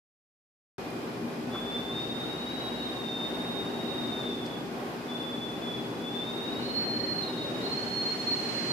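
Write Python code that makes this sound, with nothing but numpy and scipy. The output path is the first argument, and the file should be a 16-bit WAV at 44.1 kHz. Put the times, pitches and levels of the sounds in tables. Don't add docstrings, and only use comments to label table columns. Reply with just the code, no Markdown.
import sys
import numpy as np
from scipy import signal
from scipy.fft import rfft, irfft
from scipy.io import wavfile
from scipy.ndimage import uniform_filter1d

SR = 44100
rng = np.random.default_rng(int(sys.argv[2]) if len(sys.argv) > 2 else 0)


def transcribe(signal):
    frames = np.atleast_2d(signal).T
    limited = np.clip(frames, -1, 1)
    pcm = np.round(limited * 32767).astype(np.int16)
    wavfile.write(sys.argv[1], SR, pcm)


N = 384552
TIME, FREQ = np.arange(N) / SR, np.arange(N // 2 + 1) * SR / N
DOOR_OPENS_S, USUAL_JET_HZ = 7.37, 2700
LOW_HZ, MIDDLE_HZ, HIGH_HZ = 3560, 3653, 4013

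# frequency in Hz, relative strength in dB.
BACKGROUND_COLOUR = [(2000, -13), (5000, 16), (7000, 10.5), (10000, 4.5), (13000, 6.5), (14500, -1.5)]
RUMBLE_COLOUR = [(20, -44), (40, -43), (60, -25), (80, -14), (100, -15.5), (120, -4), (190, -3.5),
                 (235, 1.5), (275, -1.5), (340, -1), (420, -6), (520, -8), (750, -17.5), (1400, -54)]
RUSH_COLOUR = [(250, -28), (480, 0.5), (600, 0), (780, 0.5), (1000, -4), (1300, -8), (1700, -11),
               (2400, -14.5), (3500, -17), (6000, -32)]
LEAK_COLOUR = [(700, -20), (1300, -1), (2000, 2.5), (3000, -1.5), (4000, -2), (5000, -2), (6000, -11),
               (7500, -14.5), (9500, -26.5), (14500, -64)]
# frequency in Hz, left-right difference against the shared part in dB.
STEREO_WIDTH = [(60, -5), (150, -14.5), (300, -10.5), (600, -6.5), (1200, 1), (2500, -0.5), (8000, 0)]
# pitch in Hz, level in dB.
MOTOR_NOTES = [(120, -58), (172, -53.5), (232.5, -53), (240, -49), (264, -53.5), (366.3, -52), (401.7, -49),
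               (459, -53.5), (746, -58), (803.5, -60.5)]
# time in seconds, relative level in dB.
DRONE_LEVELS = [(0.8, -58), (1.3, -81), (1.63, -56), (2.51, -62), (2.81, -54), (3.07, -63), (6.92, -65.5),
                (8.19, -73), (8.65, -64)]
# time in seconds, relative level of the rumble in dB.
GUST_LEVELS = [(0.8, -38.5), (1.3, -37), (1.65, -37), (2.2, -37), (3.2, -37.5), (3.55, -35.5), (4.3, -36),
               (5.05, -39.5), (5.9, -37), (6.3, -37.5), (7, -35), (7.3, -38), (7.6, -34), (8.05, -37.5),
               (8.7, -35.5)]
# pitch in Hz, width in Hz, boost in dB.
VESTIBULE_RESONANCES = [(241.7, 12.6, 4.5), (306, 14.5, 5), (391.3, 18, 5), (533, 4.4, 1), (1084, 5.4, 7.5),
                        (1182, 4.1, 7.5), (1480, 7, 9), (1607, 5.3, 7.5)]
# pitch in Hz, width in Hz, boost in dB.
GAP_RESONANCES = [(1847, 100, 10), (2940, 170, 7)]
# start in seconds, level in dB, pitch in Hz, width in Hz, fade time in seconds.
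DOOR_KNOCKS = [(0.905, -53, 10900, 1800, 0.002), (1.535, -38, 680, 500, 0.018),
               (1.549, -38, 1180, 420, 0.018), (4.457, -50, 4700, 1300, 0.012),
               (4.463, -48.5, 5600, 4000, 0.005)]
# peak time in seconds, length in seconds, pitch in Hz, level in dB.
CRACK_HOOTS = [(4.11, .2, 1245, -53.5), (5.2, 0.8, 1088, -52.5), (0.84, 0.16, 2445, -52.5),
               (1.25, .25, 2440, -61), (2.66, .3, 3250, -60), (2.79, .16, 4110, -57)]
# peak time and length in seconds, pitch and width in Hz, level in dB.
DOOR_SWISH = (7, 0.5, 1830, 420, -52)
# time in seconds, pitch in Hz.
JET_PITCHES = [(0.8, 2444), (1.3, 2410), (1.52, 2556), (1.85, 2690), (2.12, 2736), (2.58, 2970),
               (3.12, 2675), (3.82, 2824), (4.02, 2750), (4.3, 2677), (4.37, 2567), (4.85, 2427),
               (5.17, 2590), (5.95, 2492), (6.42, 2790), (6.62, 2979), (6.95, 3043), (7.1, 3016),
               (7.22, 2889), (7.45, 2826), (7.62, 2934), (7.7, 3022), (7.8, 3110), (7.92, 3073),
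               (8.26, 3080), (8.42, 2943), (8.72, 2982)]
# start in seconds, end in seconds, pitch in Hz at usual speed.
EDGE_TONES = [(1.502, 1.928, LOW_HZ), (1.93, 4.335, MIDDLE_HZ), (4.191, 4.608, LOW_HZ),
              (5.086, 5.831, LOW_HZ), (6.004, 6.263, LOW_HZ), (6.248, 6.581, MIDDLE_HZ),
              (6.6, 7.274, HIGH_HZ), (7.233, 7.58, MIDDLE_HZ), (7.613, 8.8, HIGH_HZ)]
# time in seconds, level in dB.
WHISTLE_LEVELS = [(1.45, -65), (1.55, -41), (1.7, -41.5), (1.76, -35), (1.83, -43), (1.89, -38.5),
                  (2.01, -36.5), (2.08, -40), (2.28, -40), (2.36, -42), (2.68, -39.5), (2.76, -43),
                  (2.84, -38.5), (3.0, -42), (3.1, -38), (3.26, -36), (3.32, -41.5), (3.5, -40.5),
                  (3.59, -37.5), (3.72, -46), (3.91, -39.5), (4.3, -39), (4.45, -46), (4.57, -46),
                  (4.72, -62), (5.02, -73), (5.09, -44), (5.23, -38.5), (5.29, -42.5), (5.46, -40),
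                  (5.58, -48.5), (5.71, -38.5), (5.79, -42), (5.94, -54), (6.05, -42.5), (6.21, -36.5),
                  (6.31, -41), (6.5, -39.5), (6.61, -42), (6.72, -37), (6.79, -29), (6.85, -34),
                  (7.22, -33.5), (7.34, -42.5), (7.44, -37), (7.5, -42), (7.61, -42), (7.71, -33.5),
                  (7.88, -38), (7.98, -32), (8.11, -30.5), (8.16, -38), (8.22, -37.5), (8.31, -27),
                  (8.39, -34.5), (8.5, -36), (8.58, -33.5), (8.64, -36), (8.71, -31)]
# frequency in Hz, dB added left and taken from the right.
WHISTLE_BEAM = [(3400, 0.5), (3850, 1.0), (4200, -3.0)]


def undb(db):
    return 10 ** (np.asarray(db) / 20)


def unit(x):
    return x / np.sqrt(np.mean(x ** 2))


def curve(rows):
    return np.interp(TIME, *np.transpose(rows))


def colour(points):
    hz, db = np.transpose(points)
    return undb(np.interp(np.log(FREQ + 1), np.log(hz), db))


def resonance(hz, width_hz):
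    return 1 / np.sqrt(1 + ((FREQ ** 2 - hz ** 2) / ((FREQ + 1) * width_hz)) ** 2)


def ringing(rows):
    extra_power = sum((undb(db) ** 2 - 1) * resonance(hz, width) ** 2 for hz, width, db in rows)
    return np.sqrt(1 + extra_power)


def wander(rate):
    targets = rng.standard_normal(int(N / SR * 200))
    path = np.interp(TIME * rate, np.arange(len(targets)), targets)
    return unit(uniform_filter1d(path, int(SR / rate / 2) + 1))


def swell(peak_s, length_s):
    return np.exp(-(2 * (TIME - peak_s) / length_s) ** 2)


def pan(db):
    return undb(np.array([[db], [-db]]) / 2)


def tone(hz):
    return np.sqrt(2) * np.sin(2 * np.pi * np.cumsum(hz * np.ones(N)) / SR)


def steady(x, samples=3400):
    power = uniform_filter1d(np.mean(x ** 2, axis=0), samples)
    slow_power = uniform_filter1d(power, samples // 2)
    return x / np.sqrt(np.abs(slow_power) + 1e-7)


def air(gains):
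    shared, difference = rng.standard_normal((2, len(FREQ))) + 1j * rng.standard_normal((2, len(FREQ)))
    difference *= colour(STEREO_WIDTH)
    left_right = irfft(gains * np.array([shared + difference, shared - difference]), N)
    return left_right / np.std(left_right.mean(axis=0))


def lobby(x, echo_share=0.84, fade_s=0.68):
    tail = rng.standard_normal((2, SR)) * undb(-60 * TIME[:SR] / fade_s)
    tail /= np.sqrt(np.sum(tail ** 2, axis=1, keepdims=True))
    echoes = signal.fftconvolve(tail, x[None], axes=1)[:, :N]
    return np.sqrt(1 - echo_share) * x + np.sqrt(echo_share) * echoes


def seconds_open():
    return np.maximum(TIME - DOOR_OPENS_S, 0)


def background(hiss_db=-64, whine_db=-80, whine_hz=10202):
    hiss = air(colour(BACKGROUND_COLOUR)) * undb(hiss_db)
    return (hiss + tone(whine_hz) * undb(whine_db)) * pan(7.0)


def motor(drift_hz=0.406, waver_db=1.5):
    notes = (tone(hz + drift_hz * wander(2.998)) * undb(db + waver_db * wander(4))
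             for hz, db in MOTOR_NOTES)
    return sum(notes) * pan(1.3)


def drone(hz=57.8, drift_hz=2, trim_db=-1, waver_db=1.9):
    note = tone(hz + drift_hz * wander(4.6))
    level_db = curve(DRONE_LEVELS) + trim_db + waver_db * wander(6)
    return note * undb(level_db) * pan(0.6)


def draught(speed, gust_trim_db=-1, rush_db=-43, buffet_db=0.46, swirl_db=0.9):
    vestibule = ringing(VESTIBULE_RESONANCES)
    rumble = air(colour(RUMBLE_COLOUR) * vestibule)
    rumble *= undb(curve(GUST_LEVELS) + gust_trim_db + buffet_db * wander(10))
    rush = air(colour(RUSH_COLOUR) * vestibule)
    rush *= speed ** 0.33 * undb(rush_db + swirl_db * wander(9))
    return rumble * pan(1.35) + rush * pan(0.086)


def knocks(room_db=-5):
    taps = np.zeros(N)
    for start, db, hz, width_hz, fade_s in DOOR_KNOCKS:
        ring = unit(irfft(rfft(rng.standard_normal(N)) * resonance(hz, width_hz) ** 2, N))
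        fade = (TIME > start) * np.exp(-np.abs(TIME - start) / fade_s)
        taps += undb(db) * ring * fade
    return taps + undb(room_db) * lobby(taps)


def hoots(waver=0.00436):
    notes = (undb(db) * swell(peak_s, length_s) * tone(hz * (1 + waver * wander(60)))
             for peak_s, length_s, hz, db in CRACK_HOOTS)
    return lobby(sum(notes))


def leak(speed, hiss_db=-53.7, opening_db_per_s=5.5, flicker_db=0.6):
    level_db = hiss_db + opening_db_per_s * seconds_open() + flicker_db * wander(12)
    return air(colour(LEAK_COLOUR)) * speed ** 1.4 * undb(level_db) * pan(0.043)


def outer_door():
    peak_s, length_s, hz, width_hz, db = DOOR_SWISH
    return air(resonance(hz, width_hz) ** 2) * swell(peak_s, length_s) * undb(db)


def doorway(pour_db=-51, hiss_db=-58):
    pour = air(resonance(hz=2000, width_hz=2300) ** 2 * ringing(GAP_RESONANCES)) * undb(pour_db)
    hiss = air(resonance(hz=6200, width_hz=3800) ** 2) * undb(hiss_db)
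    return (pour + hiss) * seconds_open() ** 0.61


def free_jet(speed, level_db=-58.5, flicker_db=0.5):
    scatter = 0.009 * speed ** 4 + 0.025 * seconds_open()
    note = tone(USUAL_JET_HZ * speed * (1 + scatter * wander(170)))
    return lobby(note * speed ** 4 * undb(level_db + flicker_db * wander(13)))


def whistle(speed, pull=0.7, fade_in_s=0.05, fade_out_s=0.07, right_lag_s=0.000315):
    eddies = 1 + 0.002 * wander(14) + 0.0026 * wander(90)
    bend_hz = pull * USUAL_JET_HZ * (speed - 1)
    surge = undb(curve(WHISTLE_LEVELS))
    notes = np.zeros(N)
    for start, end, hz in EDGE_TONES:
        ramp = np.minimum((TIME - start) / fade_in_s, (end - TIME) / fade_out_s)
        locked = np.clip(ramp + 0.5, 0, 1)
        notes += surge * locked * tone((hz + bend_hz) * eddies)
    fluttering = lobby(unit(notes), echo_share=0.75)
    beam = colour(WHISTLE_BEAM)
    delay = np.exp(-2j * np.pi * FREQ * right_lag_s)
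    left_right = irfft(rfft(fluttering) * np.array([beam, delay / beam]), N)
    return steady(left_right) * surge


def scene():
    speed = curve(JET_PITCHES) / USUAL_JET_HZ
    slit = whistle(speed) + free_jet(speed) + leak(speed)
    wind = draught(speed) + outer_door() + doorway() + drone()
    return slit + wind + motor() + hoots() + knocks() + background()


def record(dry, start_s=0.782, top_hz=14650):
    treble_cut = signal.ellip(10, 0.2, 80, top_hz, fs=SR, output="sos")
    return signal.sosfilt(treble_cut, dry * (TIME >= start_s))


dry = scene()
out = record(dry)
transcribe(out)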